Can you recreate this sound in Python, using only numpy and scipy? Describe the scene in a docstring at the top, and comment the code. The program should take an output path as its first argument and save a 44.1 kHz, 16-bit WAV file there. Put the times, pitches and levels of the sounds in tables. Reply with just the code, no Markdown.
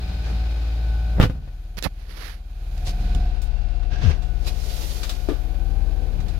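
"""Truck cab at fast idle

A small truck's three-cylinder engine warms up, heard from the cab: bass throb, whirr, valve clatter.
A heavy clunk rings the steel panels. A hand shifts on the camera and rubs its microphone ports,
a sleeve sweeps past, and the hand taps and knocks on the plastic dashboard."""
import sys
import numpy as np
from scipy import signal
from scipy.fft import rfft, irfft, next_fast_len
from scipy.io import wavfile
from scipy.ndimage import map_coordinates

SR = 44100
rng = np.random.default_rng(int(sys.argv[2]) if len(sys.argv) > 2 else 0)


def generate_wav(signal):
    """Clip the signal to [-1, 1] and save it as 16-bit WAV at the path in sys.argv[1]."""
    frames = np.transpose(np.atleast_2d(signal))
    scaled = np.clip(frames, -1, 1) * 32767
    pcm = np.round(scaled).astype(np.int16)
    wavfile.write(sys.argv[1], SR, pcm)


N = 281799


# Idle speed: sinks as the engine warms, then picks up briefly. 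Each row: time in seconds, cycle Hz.
CYCLE_RATE = [(0.0, 18.666), (0.5, 18.675), (1.2, 18.61), (2.0, 18.571), (2.8, 18.44), (3.6, 18.45),
              (4.15, 18.496), (4.7, 18.254), (5.3, 18.114), (5.5, 18.527), (5.7, 19.21), (5.9, 19.178),
              (6.05, 18.998), (6.2, 18.421), (6.39, 18.195)]
FIRST_FIRING_S = .0094

def cycle_angle():
    """One turn per four-stroke cycle: two crank turns, three firings."""
    hz, = curves(CYCLE_RATE)
    return 2 * np.pi * (np.cumsum(hz) / SR - hz[0] * FIRST_FIRING_S)


# Engine balance. Each row: time in seconds, then crank shake, firing boom, clatter and drone in dB.
ENGINE_MIX = [(0, -37.5, -27, -48, -33), (.6, -46, -24, -48.5, -38), (1.2, -38, -22.5, -53, -34.5),
              (1.45, -21, -26.5, -47, -32.5), (3.1, -24.5, -29, -50.5, -35), (3.5, -21.5, -26, -53.5, -35),
              (4.2, -21.5, -25, -54.5, -31.5), (4.95, -27.5, -28.5, -52.5, -35.5),
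              (5.8, -19, -24.5, -53.5, -32), (6.39, -24, -29, -52, -29)]
LOAD_WHIRR_DB, LOAD_ROAR_DB = 6.5, 7.5

def engine():
    """All engine parts; whirr and roar grow under load as it picks up."""
    angle = cycle_angle()
    load = swell(clock(), 6.0, rise=0.43, fall=0.32)
    shake_db, boom_db, clatter_db, drone_db = curves(ENGINE_MIX)
    pulsing = amp(.8 * np.cos(3 * angle) + .6 * np.cos(2 * angle) - .6 * np.cos(angle) + .7 * wobble(60))
    noises = roar(pulsing, load) + clatter(angle, pulsing, clatter_db) + trim_buzz(pulsing, shake_db)
    bass = throb(angle, shake_db, boom_db, drone_db)
    tones = whirr(angle, load) + gears(angle) + high_hum() + pulley(angle, load)
    return bass + noises + tones + alternator(angle, load) + belt_whistle()


# Body drone. Each row: multiple of the cycle rate, level in dB.
DRONE_ORDERS = [(4, 3.5), (5, -5.5), (6, -4), (7, -7), (8, -14), (9, -14), (10, -8)]
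BASS_RIGHT_DB, BASS_LOSS_DB, BASS_LOSS_S, BASS_LOSS_TAKES_S = -1.44, -18, 3.3, 0.047

def throb(angle, shake_db, boom_db, drone_db):
    """Crank shake and firing boom beat once a cycle; the hardest-firing third cylinder adds the drone."""
    crank, firing, third_cylinder = 2 * angle, 3 * angle, angle + 2 * np.pi / 3
    shake = amp(shake_db + 0.47 * wobble(11)) * unit(np.sin(crank))
    boom = amp(boom_db + 1.1 * wobble(10)) * unit(np.cos(firing))
    drone = orders(third_cylinder, DRONE_ORDERS, sway_db=2.47, flutter=0.46, spread=0.25, disorder=0.41)
    right_db = BASS_RIGHT_DB + BASS_LOSS_DB * np.clip((clock() - BASS_LOSS_S) / BASS_LOSS_TAKES_S, 0, 1)
    return amp([np.zeros(N), right_db]) * (shake + boom + amp(drone_db) * drone)


# Clatter spectrum. Each row: frequency in Hz, density in dB.
CLATTER_SPECTRUM = [(200, -30), (600, -36.5), (830, -37.5), (1080, -40), (1500, -38), (1900, -40.5),
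                    (3000, -38.5), (4750, -40), (5650, -47.5), (6800, -51), (7800, -56.5), (15800, -64)]
# Engine covers. Each row: frequency in Hz, width in Hz, level in dB.
COVER_MODES = [(757, 64, 7.5), (837, 75, 1), (1480, 100, -0.5), (2457, 140, -1)]
# Clatter changes sides as the camera turns. Each row: time in seconds, left over right in dB.
CLATTER_PAN = [(1.6, 2), (2.15, -10), (3.3, -5)]

def clatter(angle, pulsing, level_db):
    """Pulsing mechanical noise, ringing covers and valves."""
    rattle = amp(0.77) * unit(pulsing * noise(CLATTER_SPECTRUM))
    covers = amp(-6) * resonant(COVER_MODES, pulsing)
    return pan(curves(CLATTER_PAN)[0]) * amp(level_db) * (rattle + covers + amp(-6.5) * valves(angle))


# Valve train spectrum. Each row: frequency in Hz, density in dB.
VALVE_SPECTRUM = [(250, -14), (500, 4), (900, -1.5), (1450, 0.5), (1850, -5.5), (2500, 1), (3200, -12),
                  (4200, -11), (7500, -30)]

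def valves(angle):
    """The same random rattle every cycle, heard as a dense comb of lines."""
    size = round(SR / CYCLE_RATE[0][1])
    place = angle / (2 * np.pi) * size
    pattern = [map_coordinates(cycle, [place], mode="grid-wrap")
               for cycle in rng.standard_normal((2, size))]
    return unit(filtered(np.array(pattern), lambda hz: amp(along(VALVE_SPECTRUM, hz))))


# Block whirr. Each row: multiple of the cycle rate, level in dB.
WHIRR_ORDERS = [(14, -1.5), (15, 1.5), (22, -2.5), (24, -1.5), (26, -1.5), (30, -3.5)]

def whirr(angle, load):
    """The block sings at middle engine orders."""
    lines = orders(angle, WHIRR_ORDERS, sway_db=3.0, flutter=0.3, spread=0.6, disorder=0.97)
    return amp(-56 + LOAD_WHIRR_DB * load) * lines


# Tone balance. Each row: time in seconds, gears in dB, pulley in dB, pulley throb depth, high hum in dB.
TONE_MIX = [(0, -55, -53.5, 0.21, -53.5), (1.1, -51.5, -54.5, .2, -58.5), (1.5, -55.5, -53, 0.78, -63),
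            (3.2, -59.5, -51.5, 0.88, -59), (3.9, -58.5, -53, 0.74, -75), (4.6, -60, -57.5, 0.78, -68),
            (5.3, -56, -50, 0.4, -74), (5.7, -59, -50, 0.24, -72), (6.39, -58.5, -54, 0.67, -69)]
# Timing gears. Each row: multiple of the cycle rate, level in dB.
GEAR_ORDERS = [(33, 3), (35, 0), (36, -2), (43, 1.5), (46, 1), (77, -3.5), (80, 2), (83, -3)]

def gears(angle):
    """Timing gears sing at high orders."""
    gears_db = curves(TONE_MIX)[0]
    return amp(gears_db) * orders(angle, GEAR_ORDERS, sway_db=2.5, flutter=0.22, spread=1.0, disorder=1)


# Hum bands. Each row: frequency in Hz, width in Hz, level in dB.
HUM_BANDS = [(2397, 70, 0), (2570, 60, -0.82), (3750, 81, 1), (4194, 66, 1), (4780, 22, -2),
             (5100, 35, -1.5)]

def high_hum():
    """Narrow, high hum bands over the engine, strongest at the start."""
    return amp(curves(TONE_MIX)[3]) * resonant(HUM_BANDS, 1)


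WHINE_PEAK_CYCLES = .38

def pulley(angle, load):
    """Tooth whine; sidebands make it throb each cycle."""
    _, whine_db, depth, _ = curves(TONE_MIX)
    turn = angle - 2 * np.pi * WHINE_PEAK_CYCLES
    teeth = 40 * turn + .3 * wobble(12) + .3 * load * wobble(55)
    sidebands = np.cos(teeth - 2 * turn) + .6 * np.cos(teeth - turn)
    sidebands += .3 * np.cos(2 * teeth + 3 * turn + .6 * wobble(45))
    level = amp(whine_db + 2.5 * wobble(8))
    return pan(-6) * level * (np.cos(teeth) + depth * amp(1.8 * wobble(11)) * sidebands)


ALTERNATOR_ORDER = 17.65

def alternator(angle, load):
    """One belt-driven tone, louder under load."""
    phase = ALTERNATOR_ORDER * angle + .25 * wobble(10)
    return amp(-59.5 + LOAD_WHIRR_DB * load + 1.9 * wobble(5.7)) * unit(np.sin(phase))


WHISTLE_HZ = 2710

def belt_whistle():
    """A belt whistles thinly, on and off."""
    chirps = amp(-59 + 3.1 * wobble(45)) * swell(clock(), 4.08, rise=0.54, fall=0.14)
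    return pan(-14) * chirps * np.sin(2 * np.pi * WHISTLE_HZ * clock() + 0.75 * wobble(70))


# Roar spectrum. Each row: frequency in Hz, density in dB.
ROAR_SPECTRUM = [(80, 1.5), (150, -3), (210, -1.5), (280, 4.5), (430, -1.5), (560, 0), (720, -0.5),
                 (1100, -10), (1700, -35.5)]

def roar(pulsing, load):
    """Soft, low noise that pulses with the engine."""
    return amp(-54 + LOAD_ROAR_DB * load) * unit(pulsing * noise(ROAR_SPECTRUM))


# Cab trim. Each row: frequency in Hz, width in Hz, level in dB.
TRIM_MODES = [(428, 40, -1), (660, 78, -6), (1604, 70, 2.5), (2650, 80, -7)]

def trim_buzz(pulsing, shake_db):
    """Loose trim buzzes in step with the crank shake."""
    return amp(shake_db - 45) * resonant(TRIM_MODES, pulsing)


# Blows on the cab. Each row: start in seconds, ring in dB, rattle in dB.
CLUNK_BLOWS = [(1.200, -14, -21.5), (1.213, -35, -20), (1.227, -33, -18), (1.237, -22, -34),
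               (1.255, -28.5, -49), (1.298, -32, -38.5), (1.476, -48, -49)]
# Steel panels. Each row: frequency in Hz, level in dB, T60 in seconds.
PANEL_MODES = [(65.5, 0, 0.28), (88.5, -1, 0.12), (109.6, 4, 0.14), (140, 3.5, 0.096), (173, 1.5, 0.09),
               (216, -7.5, 0.041), (276.5, 0.5, 0.068), (390, -5, 0.052), (499, 2.5, 0.082),
               (541, -18, 0.1), (793, -13, 0.073), (1055, -16, 0.084), (1225, -13, 0.066),
               (1400, -6.5, 0.045), (1930, -21, 0.081), (2570, -21, 0.12)]
# Loose fittings. Each row: frequency in Hz, density in dB.
PANEL_RATTLE = [(120, 4), (300, 3), (520, -0.5), (800, -4.5), (1700, -6), (3000, -8.5), (5500, -19),
                (8300, -29.5), (14000, -28), (15800, -33)]

def clunks():
    """A heavy blow and its rebounds on the steel panels."""
    body, rattle = strike(CLUNK_BLOWS, PANEL_MODES, PANEL_RATTLE, rattle_t60=0.093, detune=0.018)
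    return pan(-1.5) * body + rattle


# Dashboard knocks. Each row: start in seconds, ring in dB, rattle in dB.
KNOCK_BLOWS = [(5.2878, -22, -32), (5.2975, -24.5, -29), (5.3045, -28.5, -34)]
# Dashboard shell. Each row: frequency in Hz, level in dB, T60 in seconds.
DASH_MODES = [(208, -19, 0.06), (297, -3, 0.07), (363, 2.5, 0.066), (426, -6, 0.11), (520, -22, 0.13),
              (636, -11, 0.064), (1182, -16, 0.05)]
# Its fittings. Each row: frequency in Hz, density in dB.
DASH_RATTLE = [(170, -22), (300, 5), (460, -2), (850, -21), (1150, -20.5), (2500, -34), (6000, -55)]

def knocks():
    """The hand lands on the hollow dashboard."""
    body, rattle = strike(KNOCK_BLOWS, DASH_MODES, DASH_RATTLE, rattle_t60=0.13, detune=0.009)
    return pan(14) * (body + rattle)


def strike(blows, modes, rattle, rattle_t60, detune):
    """Each blow rings a body's modes and shakes its fittings; returns ring and rattle."""
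    body, shaking, t = np.zeros(N), np.zeros(N), np.arange(SR // 2) / SR
    for s, ring_db, rattle_db in blows:
        add(body, s, amp(ring_db) * ring(modes, scatter_db=1.1, detune=detune))
        add(shaking, s, amp(rattle_db) * fade(t, rattle_t60))
    return body, shaking * noise(rattle)


def ring(modes, scatter_db, detune):
    """Struck modes; strength and pitch vary with each blow."""
    t = np.arange(SR // 2) / SR
    return sum(amp(db + scatter_db * rng.normal()) * fade(t, t60)
               * np.sin(2 * np.pi * hz * (1 + detune * rng.normal()) * t) for hz, db, t60 in modes)


# Light taps. Each row: start in seconds, level in dB, T60 in seconds, tilt in dB per octave,
# left over right in dB.
PLASTIC_TAPS = [(1.7708, -30, 0.0087, -2, -16), (1.8258, -20.5, 0.0053, -0.5, -24),
                (2.778, -39.5, 0.021, 0, -12), (3.149, -29.5, 0.011, -1, -14), (3.418, -43, 0.17, 5.5, 0),
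                (3.83, -42, .04, -4.5, -6), (4.2204, -46, 0.29, -2, -6), (4.473, -35.5, 0.13, -2, -1),
                (5.0321, -28.5, 0.13, -1, 4), (5.0938, -28, 0.13, 0.5, 1.5), (5.288, -35.5, 0.33, -5, -5),
                (6.1205, -41, 0.01, -4, -5), (6.204, -41.5, 0.069, -1, -2), (6.283, -42.5, 0.12, 0, -7)]
# Tap spectrum. Each row: frequency in Hz, density in dB.
TAP_SPECTRUM = [(290, -30), (500, 4.5), (612, -3), (1210, -3), (1420, -3.5), (3220, -2), (3780, 0.5),
                (8130, -10.5), (12000, -18), (15800, -20)]

def taps():
    """Small plastic parts click and buzz out."""
    out, t = np.zeros((2, N)), np.arange(SR // 2) / SR
    buzz = noise(TAP_SPECTRUM)
    octaves = np.log2(np.clip(np.fft.rfftfreq(len(t), 1 / SR), 500, None))
    for s, db, t60, tilt_db, pan_db in PLASTIC_TAPS:
        grain = buzz[:, rng.integers(N - len(t)):][:, :len(t)]
        tilted = unit(irfft(rfft(grain) * amp(tilt_db * octaves), len(t)))
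        add(out, s, pan(pan_db) * amp(db) * fade(t, t60) * tilted)
    return out


# Fingertip over the right port, hand regripping the case, passing sleeve.
# Each row: peak in seconds, rise in seconds, then thud, chafe and hiss in dB.
FINGER_STROKES = [(1.783, 0.0059, -34.5, -44, -36), (1.81, 0.0085, -60, -64, -52.5),
                  (1.847, 0.0087, -40, -35, -30.5), (1.862, 0.0035, -24, -22.5, -51),
                  (1.875, 0.0059, -34, -60, -50), (2.02, .04, -71, -64, -58), (2.105, 0.013, -62, -60, -52),
                  (2.21, 0.049, -61, -52, -44.5), (2.285, 0.034, -61, -69, -48)]
GRIP_STROKES = [(.3, 0.035, -33.5, -44, -52), (1.193, 0.021, -22, -31.5, -63),
                (1.34, 0.062, -36.5, -55.5, -77), (2.879, 0.016, -35, -41.5, -35.5),
                (3.03, 0.035, -33.5, -53, -53.5), (3.16, 0.02, -26, -52, -55), (3.93, 0.013, -30, -49, -65),
                (4.06, 0.046, -31, -38, -49.5), (4.478, 0.033, -43, -42, -42), (6.18, 0.059, -34, -60, -78)]
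SLEEVE_STROKES = [(4.81, 0.19, -48.5, -44, -40.5)]
# Rubbing spectra. Each row: frequency in Hz, density in dB.
THUD_SPECTRUM = [(35, -23), (70, -1.5), (110, -1.5), (190, -6), (300, -20.5), (700, -87)]
CHAFE_SPECTRUM = [(120, -27), (300, 3), (500, 2), (900, -6), (1800, -13), (3000, -27), (6000, -57)]
FINGER_HISS = [(600, -7), (1100, 1.5), (1800, 4.5), (3200, -1), (4500, 1), (6000, -6.5), (7700, -19.5),
               (11200, -7), (15800, -23)]
BRUSH_HISS = [(880, -24), (1500, -21), (1860, 1), (2310, 3), (3500, 5.5), (4750, 7), (6770, -0.5),
              (7770, -4), (11800, -8), (15800, -21)]
FALL_OVER_RISE = 1.38

def rubs(strokes, hiss, grain_db, uneven_db, pan_db):
    """Each stroke shoves the camera's case, chafes and hisses in small slips."""
    slips = unit(amp(grain_db * wobble(350) + uneven_db * wobble(45)))
    voices = np.array([noise(THUD_SPECTRUM), slips * noise(CHAFE_SPECTRUM), slips * noise(hiss)])
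    out, t = np.zeros((2, N)), clock()
    for s, rise, thud_db, chafe_db, hiss_db in strokes:
        fall = FALL_OVER_RISE * rise
        near = slice(*np.searchsorted(t, [s - 4 * rise, s + 4 * fall]))
        sound = np.tensordot(amp([thud_db, chafe_db, hiss_db]), voices[..., near], 1)
        out[:, near] += swell(t[near], s, rise, fall) * sound
    return pan(pan_db) * out


JUDDER_S, JUDDER_WIDTH_S = 4.08, .025
SLIP_END_HZ, SLIP_EXTRA_HZ, SLIP_SLOWS_S = 70.9, 12, 0.022

def judder():
    """Skin drags on the case in a low judder that slows down."""
    t = clock()
    since = np.maximum(t - JUDDER_S, -2 * JUDDER_WIDTH_S)
    slip_hz = SLIP_END_HZ + SLIP_EXTRA_HZ * np.exp(-since / SLIP_SLOWS_S)
    phase = 2 * np.pi * np.cumsum(slip_hz * (1 + 0.041 * wobble(70))) / SR
    level = amp(-11) * swell(t, JUDDER_S, JUDDER_WIDTH_S, JUDDER_WIDTH_S)
    return pan(22) * level * (np.sin(phase) + 0.17 * np.sin(2 * phase))


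# Hand scrapes. Each row: start in seconds, end in seconds, level in dB.
SCRAPE_STROKES = [(0.232, .27, -42.5), (0.413, .45, -50), (3.896, 4.004, -44.5), (4.003, 4.109, -36.5)]
# Scrape spectrum. Each row: frequency in Hz, density in dB.
SCRAPE_SPECTRUM = [(150, -16), (400, 3.5), (900, -2.5), (1700, -4), (3000, -2.5), (6000, -9), (7400, -23),
                   (8800, -33), (15800, -39)]
SCRAPE_ATTACK_S, SCRAPE_T60_S = 0.027, 0.22

def scrapes():
    """The hand drags over plastic in coarse slips, which ring the trim."""
    t, level = clock(), np.zeros(N)
    for start, end, db in SCRAPE_STROKES:
        attack = np.clip((t - start) / SCRAPE_ATTACK_S, 0, 1)
        level += amp(db) * attack * fade(np.maximum(t - end, 0), SCRAPE_T60_S)
    slips = unit(amp(1.65 * wobble(420) + 1.4 * wobble(70)))
    return pan(-2.9) * level * (slips * noise(SCRAPE_SPECTRUM) + amp(-3) * resonant(TRIM_MODES, slips))


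# Skin squeaks. Each row: peak in seconds, rise in seconds, level in dB, left over right in dB.
SKIN_SQUEAKS = [(1.789, 0.0016, -33, -25), (1.842, 0.0054, -30.5, -32), (4.479, 0.01, -34.5, -6)]
# Squeak resonances. Each row: frequency in Hz, width in Hz, level in dB.
SQUEAK_MODES = [(2610, 290, -1), (4020, 310, 0.5), (5030, 400, -3), (7000, 350, -7.5), (11300, 1800, -10.5)]

def squeaks():
    """Skin sticks on the plastic case and makes it squeak."""
    level = sum(pan(pan_db) * amp(db) * swell(clock(), s, rise, FALL_OVER_RISE * rise)
                for s, rise, db, pan_db in SKIN_SQUEAKS)
    return level * resonant(SQUEAK_MODES, 1)


# High hiss. Each row: time in seconds, level in dB.
AIR_LEVEL = [(1.1, -65), (1.6, -55), (2.5, -57), (2.85, -57), (3.7, -84), (4.3, -66.5), (5.2, -61),
             (5.55, -63.5), (6.39, -63)]
# Its spectrum. Each row: frequency in Hz, density in dB.
AIR_SPECTRUM = [(3000, -31), (6500, 4.5), (7900, -6.5), (9300, 1), (10300, -1.5), (11800, 3.5),
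                (13500, -0.5), (15800, -7)]
# Tail of the sleeve's swish. Each row: frequency in Hz, width in Hz, level in dB.
TAIL_BAND = [(12100, 1100, 0)]

def air(pickup_gain):
    """Thin hiss that ducks after the clunk, swells as the sleeve passes and leaves a bright tail."""
    bed = pickup_gain * amp(curves(AIR_LEVEL)[0])
    swish = amp(-45.5) * swell(clock(), 4.857, rise=0.17, fall=0.15)
    tail = amp(-58.5) * swell(clock(), 5.2, rise=0.22, fall=0.22) * resonant(TAIL_BAND, 1)
    return pan(-4) * ((bed + swish) * noise(AIR_SPECTRUM) + tail)


# Cab decay. Each row: frequency in Hz, T60 in seconds.
CAB_T60 = [(100, 0.083), (1000, 0.065), (10000, 0.1)]

def cab_echo(x):
    """Short, dense reflections off glass and trim."""
    hz, t, bins = signal.stft(rng.standard_normal((2, SR // 4)), SR, nperseg=256)
    tail = signal.istft(bins * fade(t, along(CAB_T60, hz)[:, None]), SR, nperseg=256)[1]
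    return signal.fftconvolve(x, tail / np.linalg.norm(tail[0]), axes=1)[:, :N]


# Likeness of the two ports. Each row: frequency in Hz, left-right correlation.
PORT_COHERENCE = [(60, 1), (250, 0.67), (1000, 0.022), (3000, 0.016), (12000, 0.02)]

def noise(spectrum):
    """Stereo noise of rms 1, alike in the bass and unrelated in the treble."""
    def mid_side_gains(hz):
        turn = np.arccos(np.clip(along(PORT_COHERENCE, hz), -1, 1)) / 2
        return amp(along(spectrum, hz)) * [np.cos(turn), np.sin(turn)]
    mid, side = filtered(rng.standard_normal((2, N)), mid_side_gains)
    return unit(np.array([mid + side, mid - side]))


def resonant(modes, drive):
    """Stereo noise, shaped in time by drive, rung through resonances; rms 1."""
    def response(f):
        return sum((-1) ** k * amp(db) * 1j * f * width / (hz * hz - f * f + 1j * f * width)
                   for k, (hz, width, db) in enumerate(modes))
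    return unit(filtered(drive * rng.standard_normal((2, N)), response))


def orders(angle, table, sway_db, flutter, spread, disorder):
    """Unsteady cycle harmonics; spread shifts phase between ports, low disorder forms a pulse."""
    lines = np.zeros((2, N))
    for k, db in table:
        phase = round(k) * angle + flutter * wobble(16) + disorder * rng.uniform(-np.pi, np.pi)
        lines += amp(db + sway_db * wobble(8.8)) * np.cos(phase + spread * rng.standard_normal((2, 1)))
    return unit(lines)


def amp(db):
    """Decibels to gain."""
    return 10 ** (np.asarray(db) / 20)


def unit(x):
    """Scaled to rms 1."""
    return x / np.sqrt(np.mean(x ** 2) + 1e-20)


def along(points, hz):
    """(Hz, value) points read on a log axis."""
    f, v = np.transpose(points)
    return np.interp(np.log(hz + 1), np.log(f + 1), v)


def clock():
    """Seconds at every sample."""
    return np.arange(N) / SR


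def curves(rows):
    """One value per sample for each column after the time."""
    s, *cols = np.transpose(rows)
    return [np.interp(clock(), s, c) for c in cols]


def wobble(rate):
    """Random curve of rms 1, rate knots a second."""
    knots = rng.standard_normal(int(N * rate / SR) + 2)
    return unit(np.interp(clock() * rate, np.arange(len(knots)), knots))


def filtered(x, response):
    """x through a frequency response."""
    size = next_fast_len(N + SR // 2)
    return irfft(rfft(x, size) * response(np.fft.rfftfreq(size, 1 / SR)), size)[..., :N]


def pan(db):
    """Left and right gains with a mean of 1; positive dB is left."""
    ratio = np.atleast_1d(amp(db))
    return 2 * np.array([ratio, np.ones_like(ratio)]) / (1 + ratio)


def add(track, s, sound):
    """Mix a short sound in at time s."""
    part = track[..., round(s * SR):][..., :sound.shape[-1]]
    part += sound[..., :part.shape[-1]]


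def fade(t, t60):
    """Free decay: 60 dB in t60 seconds."""
    return np.exp(-np.log(1000) * t / t60)


def swell(t, s, rise, fall):
    """Smooth hump peaking at s; all in seconds."""
    return np.exp(-((t - s) / np.where(t < s, rise, fall)) ** 2 / 2)


# The picked-up level of engine and hiss ducks after the clunk, then recovers.
# Each row: time in seconds, gain in dB.
PICKUP_GAIN = [(1.23, 3), (1.4, -11.5), (2.45, -11.5), (2.8, -1), (3.17, 4.5), (3.4, 1.5)]

def scene():
    """Engine, blows with their echo, handling and hiss."""
    pickup_gain = amp(curves(PICKUP_GAIN)[0])
    blows = clunks() + knocks() + taps()
    finger = rubs(FINGER_STROKES, FINGER_HISS, grain_db=1.0, uneven_db=0.8, pan_db=-31)
    hand = rubs(GRIP_STROKES, BRUSH_HISS, grain_db=2.0, uneven_db=2.3, pan_db=-1.5)
    hand += judder() + scrapes() + squeaks()
    sleeve = rubs(SLEEVE_STROKES, BRUSH_HISS, grain_db=1.0, uneven_db=1.0, pan_db=-4.5)
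    handling = finger + hand + sleeve
    return pickup_gain * engine() + blows + amp(-5) * cab_echo(blows) + handling + air(pickup_gain)


TOP_HZ = 15950

def record(dry):
    """Soft peak limiting, then a band limit."""
    rounded = dry / (1 + dry ** 6) ** (1 / 6)
    return filtered(rounded, lambda hz: hz < TOP_HZ)


dry = scene()
out = record(dry)
generate_wav(out)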